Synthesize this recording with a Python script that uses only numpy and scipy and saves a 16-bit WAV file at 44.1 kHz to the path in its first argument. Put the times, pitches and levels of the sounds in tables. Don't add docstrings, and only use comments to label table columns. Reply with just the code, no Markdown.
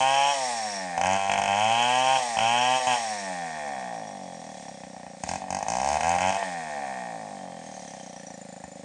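import sys
import numpy as np
from scipy import signal
from scipy.io import wavfile
from scipy.ndimage import uniform_filter1d

SR = 44100
rng = np.random.default_rng(int(sys.argv[2]) if len(sys.argv) > 2 else 0)


def invert_db(x):
    u = np.asarray(x, float) / 20
    return 10 ** u


def file_out(sig):
    cols = np.atleast_2d(sig).T
    lim = np.clip(cols, -1, 1)
    pcm = np.round(lim * 32767).astype(np.int16)
    wavfile.write(sys.argv[1], SR, pcm)


N = 389844


def evened(x):
    return x / np.sqrt(np.mean(x ** 2) + 1e-20)


def columns(rows, at):
    first, *others = np.transpose(rows)
    return [np.interp(at, first, values) for values in others]


def coloured(x, points, swell=0):
    hz = np.abs(np.fft.fftfreq(8192, 1 / SR))
    f, db = np.transpose(points)
    gain_db = np.interp(np.log(hz + 1), np.log(f), np.maximum(db, -70), -70, -70)
    log_gain = np.log(invert_db(gain_db))
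    if swell:
        log_gain = uniform_filter1d(log_gain, size=9, mode="wrap")
    phase = -(1 - np.clip(swell, 0, 1)) * signal.hilbert(log_gain).imag
    response = np.fft.ifft(np.exp(log_gain + 1j * phase)).real
    taps = np.roll(response, 1024)[:5120]
    return signal.oaconvolve(x, taps / np.linalg.norm(taps))[1024:N + 1024]


def ringing(x, modes):
    out = 0
    for hz, width, db in modes:
        pole = np.exp((2j * hz - width) * np.pi / SR)
        out = out + invert_db(db) * signal.lfilter([np.sqrt(1 - abs(pole) ** 2)], [1, -pole], x).real
    return out


def train(times, sizes):
    at = np.clip(times * SR, 0, N)
    whole, part = at.astype(int), at % 1
    early = np.bincount(whole, sizes * (1 - part), N + 2)
    late = np.bincount(whole + 1, sizes * part, N + 2)
    return (early + late)[:N]


def puffs(clicks, decay_s):
    r = np.exp(-1 / (decay_s * SR))
    return signal.lfilter([np.sqrt(1 - r * r)], [1, -r], clicks) * rng.standard_normal(N)


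HEAT_FROM, HEAT_SPAN = 81, 62
HEAT_RISE = 1.052


def warmed(moments, sizes, length, points, swell):
    heat = np.clip((1 / length - HEAT_FROM) / HEAT_SPAN, 0, 1)
    raised = [(hz * HEAT_RISE, db) for hz, db in points]
    cool_part = coloured(train(moments, sizes * (1 - heat)), points, swell)
    hot_part = coloured(train(moments, sizes * heat), raised, swell)
    return cool_part + hot_part


# opens t/s, shuts t/s, closing time t/s, opening [0-1]
THROTTLE = [
    (0, .335, .06, 1),
    (.97, 1.185, .03, 1),
    (1.16, 1.29, .01, .68),
    (1.29, 2.2, .07, 1),
    (2.37, 2.8, .08, 1),
    (2.865, 2.965, .05, 1),
    (5.22, 5.365, .012, 1),
    (5.49, 5.6, .04, 1),
    (5.675, 6.375, .16, 1),
]
# from t/s, aim [turns/s], inertia t/s
DRIVE = [(0.0, 154.9, 0.458), (0.317, 30.1, 0.89), (0.98, 109.6, 0.227), (1.157, 101.1, 0.527),
         (1.532, 148.8, 0.528), (2.145, 35.5, 0.87), (2.392, 141.9, 0.384), (2.766, 78.6, 1.092),
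         (2.847, 135.3, 0.198), (2.887, 23.4, 1.025), (3.65, 20.4, 0.836), (4.478, 27.2, 0.341),
         (5.214, 70.5, 0.225), (5.362, 29.3, 0.905), (5.504, 73.4, 0.528), (5.667, 131.8, 0.84),
         (6.402, 42.7, 0.557), (7.021, 6.1, 1.329), (7.834, 25.1, 0.336)]
START_SPEED, START_TURN = 130.2, .112


def crank():
    t, speed, now = np.arange(N) / SR, np.zeros(N), START_SPEED
    ends = [row[0] for row in DRIVE[1:]] + [N / SR]
    for (start, aim, inertia), end in zip(DRIVE, ends):
        settling = aim + (now - aim) * np.exp(np.minimum(start - t, 0) / inertia)
        speed = np.where(t >= start, settling, speed)
        now = aim + (now - aim) * np.exp((start - end) / inertia)
    turns = START_TURN + np.cumsum(speed) / SR
    moments = np.interp(np.arange(1, turns[-1]), turns, t)
    squeezes = []
    for opens, shuts, closing, wide in THROTTLE:
        shutting = np.clip(.5 + (shuts - moments) / closing, 0, 1)
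        squeezes.append(wide * (moments > opens) * shutting)
    return moments, np.gradient(moments), np.max(squeezes, axis=0), speed


# speed [turns/s], muffler blow level/dB, crack level/dB, thump level/dB
BURNING = [(30, -21.5, -32.5, -42), (52.6, -20, -35, -42.5), (68, -16.5, -33, -43.5), (90, -15.5, -25, -41),
           (118, -16.5, -19.5, -40), (130, -15.5, -23, -41.5), (138, -16, -22, -48.5)]
# speed [turns/s], muffler blow level/dB, crack level/dB, thump level/dB
COASTING = [(26.2, -41.5, -55, -46.5), (36, -36, -49.5, -47), (47.7, -32.5, -49, -44.5),
            (63.5, -26, -35.5, -46.5), (90, -27.5, -34.5, -44.5), (132, -22, -35.5, -47)]
# first missed turn t/s, misses [count], step from miss to miss [turns]
MISFIRES = [(.99, 2, 1), (1.025, 1, 1), (1.307, 4, 2), (1.408, 4, 2), (2.179, 1, 1), (2.379, 2, 2),
            (5.265, 1, 1), (5.982, 2, 1), (6.02, 1, 1), (6.174, 2, 2), (6.314, 2, 2)]
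LEAN_TURNS = [1.048, 1.286, 1.388, 1.398, 1.519, 1.559, 2.148, 2.887, 2.903, 5.588, 5.785, 5.815, 6.152,
              6.163, 6.219]
# t/s, level/dB
POPS = [(1.013, 3), (1.296, 3), (1.317, 2), (1.337, 2), (2.387, 3), (4.151, 2), (5.417, 6), (5.44, 6),
        (5.484, 5), (4.491, 2), (4.653, 3), (4.682, 4), (4.834, 6), (4.963, 5), (4.997, 4), (5.031, 4),
        (5.065, 6), (5.607, 5), (5.627, 11), (5.666, 6), (5.684, 2), (6.367, 3), (6.429, 7), (7.938, 4),
        (8.166, 4), (8.305, 4), (8.641, 9)]
MISS_DB, LEAN_DB, CATCH_DB = (-5.5, -12.5), (0.5, -3.5), (-1.5, 2.5)
LIFT_THUMP_DB = -6.5


def charges(moments, length, throttle):
    hot = np.array(columns(BURNING, 1 / length))
    cold = np.array(columns(COASTING, 1 / length))
    blow_db, crack_db, thump_db = cold + (hot - cold) * throttle ** np.array([[1], [2], [1]])

    def turn(s):
        return np.argmin(abs(moments - s))

    missed, lean = np.zeros(len(moments)), np.zeros(len(moments))
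    burn = (throttle > .5) * 1.
    for s, misses, stride in MISFIRES:
        missed[turn(s):turn(s) + misses * stride:stride] = 1
    lean[[turn(s) for s in LEAN_TURNS]] = 1
    catch = np.roll(missed + lean, 1) * (1 - missed - lean) * burn
    burn = burn * (1 - missed)
    change = np.outer(MISS_DB, missed) + np.outer(LEAN_DB, lean) + np.outer(CATCH_DB, catch)
    for s, db in POPS:
        change[:, turn(s)] += db
        burn[turn(s)] = max(burn[turn(s)], (db - 3) / 10)
    thump_db = thump_db + LIFT_THUMP_DB * 4 * throttle * (1 - throttle)
    return blow_db + change[0], crack_db + change[1], thump_db, burn


# f/Hz, level/dB
HOT_MUFFLER = [(250, -42.5), (340, -28), (420, -28.5), (500, -16.5), (640, -7), (780, 2), (890, -6),
               (1020, -11), (1180, -23), (1330, -37), (1800, -54)]
# f/Hz, level/dB
COLD_MUFFLER = [(250, -49), (340, -30), (430, -25), (510, -1.5), (600, -12), (690, -10), (770, 1),
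                (870, -3), (1000, -12.5), (1150, -11), (1300, -34), (1800, -58.5)]
# f/Hz, level/dB
CLOSING = [(350, -49.5), (520, -20), (600, -12), (680, -3), (760, 0.5), (850, -9.5), (960, -24),
           (1500, -56)]
# f/Hz, level/dB
JET = [(3500, -36), (4300, -11.5), (5000, -3.5), (5600, -0.5), (6600, 4), (7400, -4), (8400, -3.5),
       (9500, -17.5), (10700, -20.5)]
SWELL = 0.31
COLD_OPEN_DB, CLOSE_DB, CLOSE_DB_PER_SPEED, CLOSE_TURN = -4.5, 2, -0.0376, .44


def muffler(moments, length, blow_db, burn):
    chance = rng.standard_normal((len(moments), 2))
    uneven_db = (.4 + 30 * length * (1 - burn)) * chance[:, 0]
    blow = invert_db(blow_db + uneven_db + 60 * length * (1 - burn))
    burnt = blow * np.sqrt(burn)
    idle = blow * np.sqrt(1 - burn) * invert_db(COLD_OPEN_DB)
    knock_db = chance[:, 1] + CLOSE_DB + CLOSE_DB_PER_SPEED / length - 15.3 * burn
    closing = train(moments + CLOSE_TURN * length, blow * invert_db(knock_db))
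    opening = invert_db(18.5) * warmed(moments, burnt, length, HOT_MUFFLER, SWELL / 2)
    pumping = warmed(moments, idle, length, COLD_MUFFLER, SWELL) + coloured(closing, CLOSING, 0.7)
    gusts = train(moments, burnt) + train(moments, idle) + closing
    breath = coloured(puffs(gusts, .005), COLD_MUFFLER)
    jet_size = invert_db(blow_db + 2.5 * chance[:, 1] + 5 * np.roll(1 - burn, 1)) * burn ** 2
    jet_size = jet_size * np.minimum(length * 60, 1.2) ** 1.3
    jet = coloured(puffs(train(moments, jet_size), .004), JET)
    return opening + invert_db(18.0) * pumping + invert_db(-5) * breath + invert_db(6) * jet


# f/Hz, level/dB
HOT_CRACK = [(1100, -60), (1300, -31), (1450, -6.5), (1630, -1), (1760, -14), (1900, -4), (2150, -14),
             (2450, -0.5), (2750, -5), (3050, -2.5), (3320, 2), (3470, -34), (4200, -58)]
# f/Hz, level/dB
WARM_CRACK = [(1100, -48), (1300, -16), (1600, 5.5), (1750, -9.5), (1950, 2.5), (2200, -6.5), (2500, 1.5),
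              (2750, -9), (3050, -7.5), (3400, -19), (4200, -52)]
# f/Hz, level/dB
COLD_CRACK = [(1100, -50), (1300, -19), (1600, -3.5), (1740, -3.5), (1840, 9.5), (1960, -12), (2200, -5.5),
              (2480, -7), (2700, -17), (2850, -33), (3300, -14), (3600, -33), (4500, -58)]


def baffled(clicks):
    echoes = .75 * np.roll(clicks, 100) + .4 * np.roll(clicks, 190)
    return clicks + echoes + .3 * puffs(clicks, .005)


def cracks(moments, length, crack_db, burn):
    chance_db = .7 * rng.standard_normal(len(moments))
    crack = invert_db(crack_db + 120 * length * (1 - burn) + chance_db)
    heat = np.clip((1 / length - 80) / 40, 0, 1)
    unburnt = crack * np.sqrt(1 - burn)
    hot = baffled(train(moments + 0.00139, crack * np.sqrt(burn * heat)))
    warm = baffled(train(moments + 0.001657, crack * np.sqrt(burn * (1 - heat))))
    casing = warmed(moments, unburnt, length, COLD_CRACK, SWELL)
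    port_closing = .25 * train(moments + .43 * length, unburnt) + .2 * puffs(train(moments, unburnt), .015)
    burnt_sound = invert_db(15.5) * coloured(hot, HOT_CRACK) + invert_db(18.5) * coloured(warm, WARM_CRACK, SWELL)
    return burnt_sound + invert_db(18.5) * (casing + coloured(port_closing, COLD_CRACK))


# f/Hz, level/dB
HOT_THUMP = [(18, -68), (30, -33), (86, -1), (125, -8), (190, -1), (292, -8), (322, -19.5), (420, -14.5),
             (550, -38), (920, -120)]
# f/Hz, level/dB
COLD_THUMP = [(30, -72), (64, -21.5), (108, -15.5), (150, -8), (195, 1), (250, -4.5), (295, -7), (340, -24),
              (450, -15), (560, 2.5), (800, -49)]


def crankcase(moments, length, burn, thump_db):
    size = np.sqrt(length * SR) * invert_db(.4 * rng.standard_normal(len(moments)))
    missed = uniform_filter1d(burn, size=5) * (1 - burn)
    cold_size = size * np.sqrt(1 - burn) * invert_db(-8 * missed)
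    hot = coloured(train(moments + .001, size * burn), HOT_THUMP)
    cold = coloured(train(moments + .0015, cold_size), COLD_THUMP, SWELL / 2)
    return invert_db(thump_db + 1.23) * (hot + cold)


# speed [turns/s], level/dB
CHAIN_RUN = [(26, -55), (50, -51.5), (80, -46), (100, -40), (120, -34.5), (140, -33.5)]
# middle t/s, half length t/s, level/dB
BRUSHES = [
    (4.6, 0.39, 3.5),
    (5.304, 0.15, 13.5),
    (5.91, 0.48, 10),
    (7.86, 0.35, 4.5),
    (8.247, 0.17, 1),
]
CUT_MUFFLE_DB, CUT_LAG_S = -3.5, 0.25


def chain_level(moments, throttle, speed):
    t = np.arange(N) / SR
    pull = uniform_filter1d(np.interp(t, moments, throttle), int(CUT_LAG_S * SR))
    brush = sum(db * np.clip(1 - abs(t - s) / half, 0, 1) for s, half, db in BRUSHES)
    return columns(CHAIN_RUN, speed)[0] + CUT_MUFFLE_DB * pull + brush


# f/Hz, level/dB
CHAIN = [(1940, -2), (3300, -13), (3410, -4.5), (3570, -7.5), (4000, -6), (4610, -7.5), (5480, -3.5),
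         (5780, -8.5), (5980, -3.5), (6550, -8), (7150, -4), (8420, -6.5), (9190, -8), (10500, -36),
         (13600, -51), (22000, -120)]
# f/Hz, width/Hz, level/dB
BAR = [(6610, 130, -7), (8280, 170, -6.5)]


def chain(hiss_db):
    ticks = evened(rng.standard_normal(N) * invert_db(2.1 * rng.exponential(1, N)))
    patches = evened(uniform_filter1d(rng.standard_normal(N), 900))
    scrape = coloured(ticks, CHAIN) + ringing(rng.standard_normal(N), BAR)
    return invert_db(hiss_db - 2.5 + 0.79 * patches) * scrape


# from t/s, to
# t/s, f/Hz, width/Hz, level/dB
TURN_TONES = [(0.014, 0.89, 5580, 85, -41.5), (1.93, 3.3, 5590, 85, -44), (3.3, 4.897, 3365, 58.3, -59.5),
              (3.3, 5.228, 5665, 90.5, -55.5), (4.328, 4.8, 6450, 120, -58.5), (7.55, 8.155, 6470, 90, -52),
              (7.645, 8.417, 5860, 109, -53.5), (7.3, 8.703, 1784, 90, -59.5), (7.302, 8.296, 3160, 80, -61),
              (7.4, 8.7, 4400, 120, -69.5), (8.025, 8.84, 8550, 70, -64.5), (8.166, 8.862, 7070, 60, -54.5),
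              (8, 8.84, 10530, 194, -71)]


def turn_tones(moments, length):
    hits = invert_db(2.64 * rng.standard_normal((len(moments), len(TURN_TONES))))
    hits = hits * np.sqrt(length * SR)[:, None]
    out = np.zeros(N)
    for hit, (start, end, hz, width, db) in zip(hits.T, TURN_TONES):
        swell = np.clip(np.minimum(moments - start, end - moments) / 0.12, 0, 1)
        knocks = puffs(train(moments, hit * swell), 0.0077)
        out += ringing(knocks, [(hz, width, db)])
    return out


# f/Hz, fading time t/s
TRUNKS = [(200, 0.34), (800, 0.18), (3000, 0.49), (9000, 0.022)]


def trunks(x):
    at = np.arange(300, SR // 2, 22)
    taps = np.zeros(SR)
    taps[at + rng.integers(0, 22, len(at))] = rng.choice([-1., 1.], len(at))
    hz, t, bands = signal.stft(taps, SR, nperseg=256)
    fading_s = np.interp(hz, *np.transpose(TRUNKS))[:, None]
    tail = signal.istft(bands * invert_db(-60 * t / fading_s), SR, nperseg=256)[1]
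    return signal.fftconvolve(x, tail / np.linalg.norm(tail))[:N]


# f/Hz, level/dB
FOREST = [(40, -30), (200, -12), (700, -4), (1900, 0), (3000, -8), (6000, -6), (9000, -10), (10700, -28)]
FOREST_DB = -60


def forest():
    return invert_db(FOREST_DB) * coloured(rng.standard_normal(N), FOREST)


LEAD_S, ECHO_DB = .0018, -13


def scene():
    moments, length, throttle, speed = crank()
    blow_db, crack_db, thump_db, burn = charges(moments, length, throttle)
    thump_db = np.interp(np.arange(N) / SR, moments, thump_db)
    hiss_db = chain_level(moments, throttle, speed)
    moments = moments - LEAD_S
    saw = muffler(moments, length, blow_db, burn)
    saw += cracks(moments, length, crack_db, burn)
    saw += crankcase(moments, length, burn, thump_db)
    saw += chain(hiss_db) + turn_tones(moments, length)
    return (saw + invert_db(ECHO_DB) * trunks(saw) + forest())[None]


def top_cut(x):
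    return signal.sosfilt(signal.butter(12, 15500, fs=SR, output="sos"), x)


# f/Hz, level/dB
MIRROR = [(12300, -70), (13400, -11), (14600, -0.5), (15400, -9), (15600, -75)]
MIRROR_DB, BAND_HZ = -48, 10680


def record(dry):
    low_pass = signal.firwin(401, BAND_HZ, window=("kaiser", 9), fs=SR)
    kept = signal.oaconvolve(dry[0], low_pass, "same")
    flipped = kept * (-1) ** np.arange(N)
    image = invert_db(MIRROR_DB) * coloured(flipped, MIRROR)
    return top_cut((kept + image)[None])


dry = scene()
out = record(dry)
file_out(out)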